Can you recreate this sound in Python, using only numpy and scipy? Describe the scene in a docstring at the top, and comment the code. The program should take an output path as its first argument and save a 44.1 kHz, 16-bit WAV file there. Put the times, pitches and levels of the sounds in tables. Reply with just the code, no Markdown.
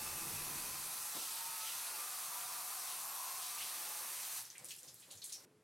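"""First you hear a garden hose hissing on a wet stone countertop while stray drops drum on a plastic tub.
The spray sweeps from side to side, and each spot on the slab rings with its own hollow note.
The trigger is let go: run-off drips and slaps on the concrete of a walled yard, with soft knocks
farther off. Near the end the water and knocks stop at once, leaving a low rumble and a faint hum."""
import sys
import numpy as np
from scipy import signal
from scipy.fft import rfft, irfft, next_fast_len
from scipy.io import wavfile
from scipy.ndimage import uniform_filter1d, map_coordinates

SR = 44100
rng = np.random.default_rng(int(sys.argv[2]) if len(sys.argv) > 2 else 0)


def wav_record(signal):
    """Record a signal, one row per channel, as 16-bit PCM in the file named by sys.argv[1]."""
    frames = np.transpose(np.atleast_2d(signal))
    bounded = np.clip(frames, -1, 1)
    # unit amplitude maps onto the largest positive 16-bit level
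    quanta = np.round(bounded * 32767).astype(np.int16)
    wavfile.write(sys.argv[1], SR, quanta)


N = 248670

SHUT_S, STOP_S = 4.392, 5.452  # the valve shuts; all water sound stops
LIFT_S, LIFT_PATTER_DB = 4.06, -5  # the nozzle tips up and the jet only grazes the slab
RIM_PLACE, RIM_REACH = 0.19, 0.18  # the rim of the sink opening, on the scale of JET_PATH
HOLLOW_WIDTH_HZ, HOLLOW_STEADY = 12.7, 0.7
TUB_LEAVE_S, TUB_CLEAR_S = 0.56, 1.02  # the jet moves on; the last drops reach the tub
TOP_HZ = 15900

# Where the jet lands, from -1 (left end of the slab) to +1 (right end): time_s, place
JET_PATH = [(0, 0.15), (.35, 0.27), (.8, 0.39), (1.3, 0.74), (1.55, 0.96), (1.85, 0.39), (2.3, -0.3),
            (2.8, -0.53), (3.25, -0.84), (3.5, -0.55), (3.8, 0.18), (4.0, 0.2), (4.4, 0.73)]
# The tone of each noise, or how strong it is from bass to treble: frequency_hz, level_db
HISS_TONE = [(30, -67), (350, -54), (700, -10), (1850, -7.5), (3200, -9), (4500, -4), (5200, -6),
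             (6050, -2.5), (6900, -5), (7900, -3.5), (8800, -0.5), (10800, -2), (12900, -1.5),
             (16000, -9.5)]  # fine drops on stone
PATTER_TONE = [(30, -50), (400, -20.5), (570, -10), (730, -2), (1050, 3), (1350, 0), (1600, -10.5),
               (2200, -35), (4000, -52)]  # heavy drops in the film of water
WASH_TONE = [(30, -43), (180, -6.5), (520, 5.5), (900, -2), (2500, -43)]  # water washing over slab and rim
SPLASH_TONE = [(300, -63), (1900, -13), (2800, 1.5), (3700, 2.5), (5500, 1), (8000, -2), (15000, -21)]  # spills hitting the ground
TRICKLE_TONE = [(50, -51), (400, -7.5), (1000, -10.5), (1800, -6), (2700, -11), (4000, -3), (5800, -2.5),
                (9000, -1.5), (12500, -2), (15500, -15)]  # thin run-off
POUR_TONE = [(200, -28), (900, -3.5), (2500, -4.5), (6000, -17)]  # the duller stream off the edge
DROPLET_TONE = [(900, -20), (1900, -1.5), (2500, 2), (12500, -2), (16000, -5)]  # tiny splash droplets
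RUMBLE_TONE = [(20, -30), (45, -27), (70, -16), (110, 2.5), (160, 2.5), (240, -3), (360, -0.5), (500, -2.5),
               (700, -9.5), (1500, -11.5), (4000, -20), (12000, -20), (15000, -58)]  # the low background
THUD_TONE = [(30, -30), (65, -19), (110, -7.5), (600, -13.5), (2000, -17)]  # dull thuds
# Hollow notes of the slab, woken when the jet lands nearby: pitch_hz, place, reach, level_db
HOLLOW_NOTES = [(741, -0.57, 0.58, -66.5), (838, 0.206, 0.049, -62.5), (900, 0.89, 0.12, -58.5),
                (949, -0.895, 0.095, -58), (977, -0.39, 0.075, -62), (1020, -0.94, 0.33, -60.5),
                (1021, 0.4, 0.12, -61.5), (1090, -0.8, 0.2, -60.5), (1184, 0.023, 0.24, -62.5),
                (1193, -0.41, 0.12, -61.5)]
# A higher note that glides as the jet turns and sweeps back: time_s, pitch_hz, level_db
GLIDING_NOTE = [(0.9, 1340, -74), (1.2, 1330, -61.5), (1.42, 1268, -66), (1.63, 1287, -55),
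                (1.72, 1386, -68), (1.92, 1435, -60), (2.1, 1256, -66), (2.45, 1376, -67), (2.9, 1310, -81)]
# Sheets of water pushed over the edge: start_s, length_s, level_db
EDGE_SPILLS = [(1.13, 0.24, -53), (1.59, 0.13, -52), (2.86, 0.053, -54), (3.4, .06, -52),
               (3.63, 0.057, -53), (3.746, 0.032, -63), (4.2, 0.065, -56)]
# Gurgles as the jet crosses an edge: start_s, level_db, pitch_hz
EDGE_GURGLES = [(1.645, -45, 2830), (3.565, -44.5, 2550)]
# The notes at which the plastic tub rings: pitch_hz, width_hz, level_db
TUB_NOTES = [(22, 26, -1.5), (61.5, 6, -12), (83.6, 5.9, 5), (147, 11, 6), (175, 14, 0.5), (241, 36, -2),
             (325, 36, 0), (470, 250, -8.5)]
# How strongly the stream pours off the edge: time_s, level_db
POUR_LEVELS = [(4.6, -71), (4.82, -76), (5.2, -75.5), (5.35, -69.5)]
# Small falls of water into puddles: start_s, level_db, pitch_hz
PUDDLE_PLOPS = [(1.863, -44.5, 3980), (3.604, -47, 2850), (4.551, -50.5, 2000), (4.782, -53, 8300),
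                (4.877, -51.5, 6000), (4.995, -53, 8840), (5.021, -53, 3000), (5.171, -53, 7020)]
# Slaps on wet concrete and their spatter: start_s, level_db, pitch_hz, width_octaves, fade_s,
# spatter_delay_s, spatter_level_db, spatter_pitch_hz, spatter_width_octaves
CONCRETE_SLAPS = [(4.683, -54, 8400, 0.06, 0.1, 0.001, -54, 7200, 0.7),
                  (4.705, -56, 2750, 0.14, 0.24, 0.001, -48, 7000, 1.2),
                  (5.104, -55.5, 4050, 0.22, 0.18, 0.006, -54, 8200, 0.5),
                  (5.217, -49, 4150, 0.26, 0.19, 0.022, -45, 9100, 0.3),
                  (5.290, -56, 4100, 0.3, 0.25, 0.002, -61, 9300, 0.2),
                  (5.322, -54, 5550, 0.06, 0.3, 0.0005, -47, 7100, 0.5)]
# Single drips: start_s, level_db, pitch_hz
SINGLE_DRIPS = [(4.452, -37.5, 5270), (4.502, -36, 5750), (4.509, -53, 5800), (4.581, -35.5, 7950),
                (4.645, -32, 8650), (4.6534, -36, 9200), (4.688, -44, 8100), (4.763, -40, 10100),
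                (4.831, -36.5, 8160), (4.842, -47, 9500), (4.876, -42, 5200), (4.943, -38.5, 10350),
                (5.1135, -43, 8900), (5.1514, -49, 8850)]
# Soft knocks, about four a second: start_s, level_db
SOFT_KNOCKS = [(4.585, -65.5), (4.828, -69), (5.067, -67.5), (5.345, -70.5)]
# The notes of the hollow thing being knocked: pitch_hz, width_hz, level_db
KNOCK_NOTES = [(119, 52, -6.5), (254, 70, -3.5), (352, 23, 0.5), (495, 23, 5.5), (602, 66, -1),
               (780, 41, 0), (1090, 220, -6.5)]
# Dull thuds in the background: start_s, level_db, pitch_hz
DULL_THUDS = [(1.144, -51, 355), (4.38, -66, 114), (4.6, -70, 130), (4.868, -64, 125), (5.13, -64, 110.2),
              (5.432, -64, 293), (5.485, -72, 219)]
# First echoes off slab, ground and wall: delay_s, level_db
NEAR_ECHOES = [(.0025, -34), (.0058, -15.5), (.0093, -17), (0.0145, -11.5)]
# How long the yard's echo takes to fall by 60 dB: frequency_hz, fade_s
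YARD_FADE = [(200, .3), (2000, 0.37), (14000, 0.084)]
# How alike the left and right sides sound (1 is the same): frequency_hz, likeness
NARROW_STEREO = [(200, 1), (400, 1), (700, 0.96), (1300, 0.83), (2400, 1), (6000, 0.96), (9400, 1),
                 (10300, 0.83), (12500, 0.63), (15500, .25)]  # the spray and most other sounds
WIDE_STEREO = [(150, 1), (1000, 0.72), (9000, 0.95), (12000, 0.55), (15500, 0.4)]  # water scattered over the ground


def spray():
    """The jet sweeps over the slab; drops still in the air land just after the valve shuts."""
    aim, = curves(JET_PATH)
    lift = ramp(LIFT_S, 0.13)
    drops = drops_on_stone(aim, lift)
    notes = amp(LIFT_PATTER_DB * lift) * slab_notes(aim)
    splashing = drops + sink_rim(aim) + spills()
    flow = amp(-169 * since(SHUT_S))
    pan = amp(0.5 * np.array([-aim, aim]) / 2)  # a little louder on the side being hit
    return flow * (notes + near_echoes(splashing, drift=0.0326)) * pan


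def drops_on_stone(aim, lift):
    """Fine drops hiss on the stone, and heavy ones patter in the film of water."""
    hiss_db = -44 + 0.16 * aim - 0.1949 * clock() + 0.1 * lift
    on_edge = sum(np.sin(np.pi * ramp(s, 0.098)) for s, _, _ in EDGE_GURGLES)
    patter_db = -58 - aim - 2 * on_edge + LIFT_PATTER_DB * lift + 0.19 * wobble(11)
    hiss_db += 0.1 * wobble(17)
    fine = patchy(impacts(per_s=12000, spread_db=4.5, mist=0.31), depth_db=1.0)
    heavy = patchy(impacts(per_s=2500, spread_db=5.5, mist=0.49), depth_db=1.5)
    return amp(hiss_db) * shaped(fine, HISS_TONE) + amp(patter_db) * shaped(heavy, PATTER_TONE)


def slab_notes(aim):
    """Each spot rings hollow as the jet passes, and one higher note glides above them."""
    surge_db = 3.2 * np.sqrt(np.abs(1 - aim) / 2)  # to the left, the long jet breaks into clumps
    notes = np.zeros(N)
    for hz, place, reach, db in HOLLOW_NOTES:
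        gain = amp(db + surge_db * wobble(14)) * nearness(aim, place, reach)
        notes += gain * ringing(hz + 11 * wobble(7), HOLLOW_WIDTH_HZ, HOLLOW_STEADY)
    glide_hz, glide_db = curves(GLIDING_NOTE)
    return notes + amp(glide_db) * ringing(glide_hz, HOLLOW_WIDTH_HZ, HOLLOW_STEADY)


def sink_rim(aim):
    """The water washes and whistles, louder on the sink's rim, which also rings when hit."""
    on_rim = nearness(aim, RIM_PLACE, RIM_REACH)
    wash = amp(-75.5 + 8.5 * on_rim) * shaped(noise(), WASH_TONE)
    whistle_db = -63.5 + 3.5 * on_rim - 1.3 * clock() + 1.1 * wobble(17)
    whistle = amp(whistle_db) * ringing(pitch_hz=2560 + 42 * wobble(9), width_hz=130)
    ring = amp(-63) * on_rim * ringing(pitch_hz=1851, width_hz=520)
    return wash + whistle + ring


def spills():
    """Each spill swells, holds and dies away as it splashes on the ground."""
    gain = sum(swell(s, db, rise_s=0.023, hold_s=length, die_s=0.084) for s, length, db in EDGE_SPILLS)
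    return gain * shaped(impacts(per_s=1200, spread_db=6.0, mist=0.63), SPLASH_TONE, WIDE_STEREO)


def tub():
    """Stray drops drum on the tub's thin wall, growing louder until the jet moves on."""
    swell_db = 4 * np.minimum(clock() - TUB_LEAVE_S, 0)
    fade_db = 34 * since(TUB_LEAVE_S) + 60 * since(TUB_CLEAR_S)
    drumming = stereo(impacts(per_s=460, spread_db=6.0, mist=0.44), hollow_body(TUB_NOTES))
    return amp(-55.5 + swell_db - fade_db) * drumming


def run_off():
    """Water trickles, pours and gurgles off the slab, then plops, slaps and spatters below."""
    trickle_db = -62.3 - 1.2 * since(SHUT_S) + 1.9 * wobble(15)  # thins once the valve shuts
    trickle = amp(trickle_db) * shaped(patchy(noise(), depth_db=1.5), TRICKLE_TONE, WIDE_STEREO)
    pour_db = curves(POUR_LEVELS)[0] + 3.0 * wobble(30)
    pour = amp(pour_db) * shaped(impacts(per_s=900, spread_db=9.0, mist=0.41), POUR_TONE, WIDE_STEREO)
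    droplets = patchy(impacts(per_s=4000, spread_db=6.0, mist=0.42), depth_db=1.5)
    droplets = shaped(droplets, DROPLET_TONE, WIDE_STEREO)
    gurgles = bursts(EDGE_GURGLES, droplets, octaves=0.45, rise_s=0.024, fade_s=0.44)
    plops = bursts(PUDDLE_PLOPS, droplets, octaves=0.3, rise_s=0.0058, fade_s=0.13)
    after_drips = [(s + 0.0038, db - 19.5, hz) for s, db, hz in SINGLE_DRIPS]
    drip_spatter = bursts(after_drips, droplets, octaves=0.61, rise_s=0.002, fade_s=0.13)
    return near_echoes(trickle + pour + gurgles + plops + slaps(droplets) + drip_spatter, drift=0.0314)


def slaps(droplets):
    """Falling water slaps the wet concrete and throws up spatter a moment later."""
    out = np.zeros((2, N))
    for s, db, hz, octaves, fade_s, delay_s, spatter_db, spatter_hz, spatter_octaves in CONCRETE_SLAPS:
        out += bursts([(s, db, hz)], droplets, octaves, rise_s=0.002, fade_s=fade_s)
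        spatter = [(s + delay_s, spatter_db, spatter_hz)]
        out += bursts(spatter, droplets, spatter_octaves, rise_s=0.001, fade_s=0.23)
    return out


def drips():
    """Each drip lands with a tick: a tiny rising note plus a crack of noise."""
    out, t = np.zeros(N), np.arange(SR // 20) / SR
    for s, db, hz in SINGLE_DRIPS:
        band = signal.iirpeak(hz, 2, SR)
        crack = unit(signal.lfilter(*band, signal.lfilter(*band, rng.standard_normal(len(t)))))
        tick = np.sin(2 * np.pi * hz * t * (1 + 25 * t)) + 0.78 * crack
        gain = amp(db - 60 * t / 0.0077) * (1 - np.exp(-t / 0.00061))
        out[round(s * SR):][:len(t)] += gain * tick
    return filtered(out, lambda hz: 1 / np.sqrt(1 + (3500 / (hz + 1)) ** 4))  # keep the treble


def knocks():
    """Each soft knock swells, holds briefly and dies away in the same hollow body."""
    gain = sum(swell(s, db, rise_s=0.018, hold_s=0.065, die_s=0.038) for s, db in SOFT_KNOCKS)
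    return gain * stereo(noise(), hollow_body(KNOCK_NOTES))


def near_echoes(x, drift):
    """Hard surfaces nearby add quick echoes, whose paths change a little as the water moves."""
    out, t = x.copy(), clock()
    for delay_s, db in NEAR_ECHOES:
        late = t - delay_s * (1 + drift * wobble(1.5))
        out += amp(db) * np.array([np.interp(late, t, side, left=0) for side in x])
    return out


def yard_echo(x):
    """Sound lingers between the yard's walls, and the high treble dies first."""
    hz, t, spectrum = signal.stft(rng.standard_normal((2, SR // 2)), SR, nperseg=256)
    fade = amp(-60 * t / along(YARD_FADE, hz)[:, None])
    tail = signal.istft(spectrum * fade, SR, nperseg=256)[1]
    return signal.fftconvolve(x[None], tail / np.linalg.norm(tail[0]), axes=1)[:, :N]


def background():
    """A low rumble that steps up as the spray ends, a few dull thuds and a last faint rising hum."""
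    rumble_db = -75.5 + 1.5 * ramp(4.33, 0.08) + 2.4 * wobble(9)
    rumble = amp(rumble_db) * shaped(noise(), RUMBLE_TONE)
    hum_s = 5.46
    hum = amp(-77.5) * ramp(hum_s, 0.036) * ringing(pitch_hz=412 + 140 * since(hum_s), width_hz=8.2)
    thuds = bursts(DULL_THUDS, shaped(noise(), THUD_TONE), octaves=0.58, rise_s=0.0098, fade_s=0.36)
    return rumble + hum + thuds


def impacts(per_s, spread_db, mist):
    """Two showers of clicks of uneven size; mist is the share of drops too fine to hear one by one."""
    hits = rng.random((2, N)) < per_s / SR
    sizes = amp(spread_db * np.clip(noise(), -2, 2)) * rng.choice([-1, 1], (2, N))
    return np.sqrt(1 - mist) * unit(hits * sizes) + np.sqrt(mist) * noise()


def ringing(pitch_hz, width_hz, steady=0):
    """A note made of a narrow band of noise; steady (0 to 1) evens out its loudness."""
    a, b = filtered(noise(), lambda hz: 1 / (1 + (hz / width_hz) ** 2))
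    phase = 2 * np.pi * np.cumsum(pitch_hz * np.ones(N)) / SR
    strength = unit(np.hypot(a, b)) + 0.1
    return unit((a * np.cos(phase) + b * np.sin(phase)) / strength ** steady)


def bursts(rows, source, octaves, rise_s, fade_s):
    """One band of the source swells for each (start_s, level_db, pitch_hz), losing 60 dB in fade_s."""
    out, t = np.zeros((2, N + SR)), np.arange(SR // 2) / SR
    hz = np.fft.rfftfreq(len(t), 1 / SR) + 1
    for s, db, pitch_hz in rows:
        start = round(s * SR)
        piece = np.take(source, start + np.arange(len(t)), axis=1, mode="wrap")
        band = 1 / (1 + (np.log2(hz / pitch_hz) / octaves) ** 2) ** 0.76
        burst = unit(irfft(rfft(piece) * band, len(t)))
        out[:, start:start + len(t)] += burst * amp(db - 60 * t / fade_s) * (1 - np.exp(-t / rise_s))
    return out[:, :N]


def hollow_body(notes):
    """A filter for an object that rings at its own notes."""
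    return lambda hz: sum((-1) ** k * amp(db) * 1j * hz * width / (pitch**2 - hz**2 + 1j * hz * width)
                          for k, (pitch, width, db) in enumerate(notes))


def patchy(pair, depth_db):
    """Make a sound flicker: small patches of pitch and time get louder or softer at random."""
    spectrum = signal.stft(pair, nperseg=512)[2]
    patches = uniform_filter1d(rng.standard_normal(spectrum.shape[1:]), size=7, axis=0)
    patches = uniform_filter1d(patches, size=12, axis=1)
    return signal.istft(spectrum * amp(depth_db * unit(patches)), nperseg=512)[1][:, :N]


def stereo(pair, response, likeness=NARROW_STEREO):
    """Filter two unrelated signals into left and right: alike in the bass, more apart in the treble."""
    def blend(hz):
        angle = np.arccos(np.clip(along(likeness, hz), -1, 1)) / 2
        return response(hz) * np.array([np.cos(angle), np.sin(angle)])
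    mid, side = filtered(pair, blend)
    return unit(np.array([mid + side, mid - side]))


def shaped(pair, tone, likeness=NARROW_STEREO):
    """Stereo sound coloured by a tone table."""
    return stereo(pair, lambda hz: amp(along(tone, hz)), likeness)


def filtered(x, response):
    """Multiply each frequency in x by response(hz)."""
    size = next_fast_len(N + SR // 2)
    return irfft(rfft(x, size) * response(np.fft.rfftfreq(size, 1 / SR)), size)[..., :N]


def along(points, hz):
    """Read a (frequency_hz, value) table between its rows, on a log scale."""
    row_hz, values = np.transpose(points)
    return np.interp(np.log(hz + 1), np.log(row_hz + 1), values)


def curves(rows):
    """One value per sample for each column after the time."""
    times, *columns = np.transpose(rows)
    return [np.interp(clock(), times, column) for column in columns]


def swell(start_s, db, rise_s, hold_s, die_s):
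    """A gain that rises, then starts dying away hold_s after its start."""
    return amp(db) * ramp(start_s, rise_s) * np.exp(-since(start_s + hold_s) / die_s)


def nearness(aim, place, reach):
    """1 when the jet is right on a place, falling towards 0 away from it."""
    return np.exp(-((aim - place) / reach) ** 2 / 2)


def wobble(per_s):
    """A smooth curve through per_s random values a second."""
    return map_coordinates(rng.standard_normal(int(N * per_s / SR) + 4), [clock() * per_s])


def noise():
    """Two unrelated channels of white noise."""
    return rng.standard_normal((2, N))


def ramp(start_s, length_s):
    """0 before the start, then rising evenly to 1."""
    return np.clip((clock() - start_s) / length_s, 0, 1)


def since(start_s):
    """Seconds since the start, 0 before it."""
    return np.maximum(clock() - start_s, 0)


def clock():
    """The time of every sample, in seconds."""
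    return np.arange(N) / SR


def amp(db):
    """Turn decibels into a gain."""
    return 10 ** (np.asarray(db) / 20)


def unit(x):
    """Scale to an average strength (rms) of 1."""
    return x / np.sqrt(np.mean(x ** 2) + 1e-20)


def scene():
    """The water and knocks play until STOP_S; the low background carries on."""
    ticks = drips()
    water = spray() + tub() + run_off() + ticks + amp(-7.0) * yard_echo(ticks)
    return (water + knocks()) * (clock() < STOP_S) + background()


def record(dry):
    """Remove the highest treble, above TOP_HZ."""
    return filtered(dry, lambda hz: hz < TOP_HZ)


dry = scene()
out = record(dry)
wav_record(out)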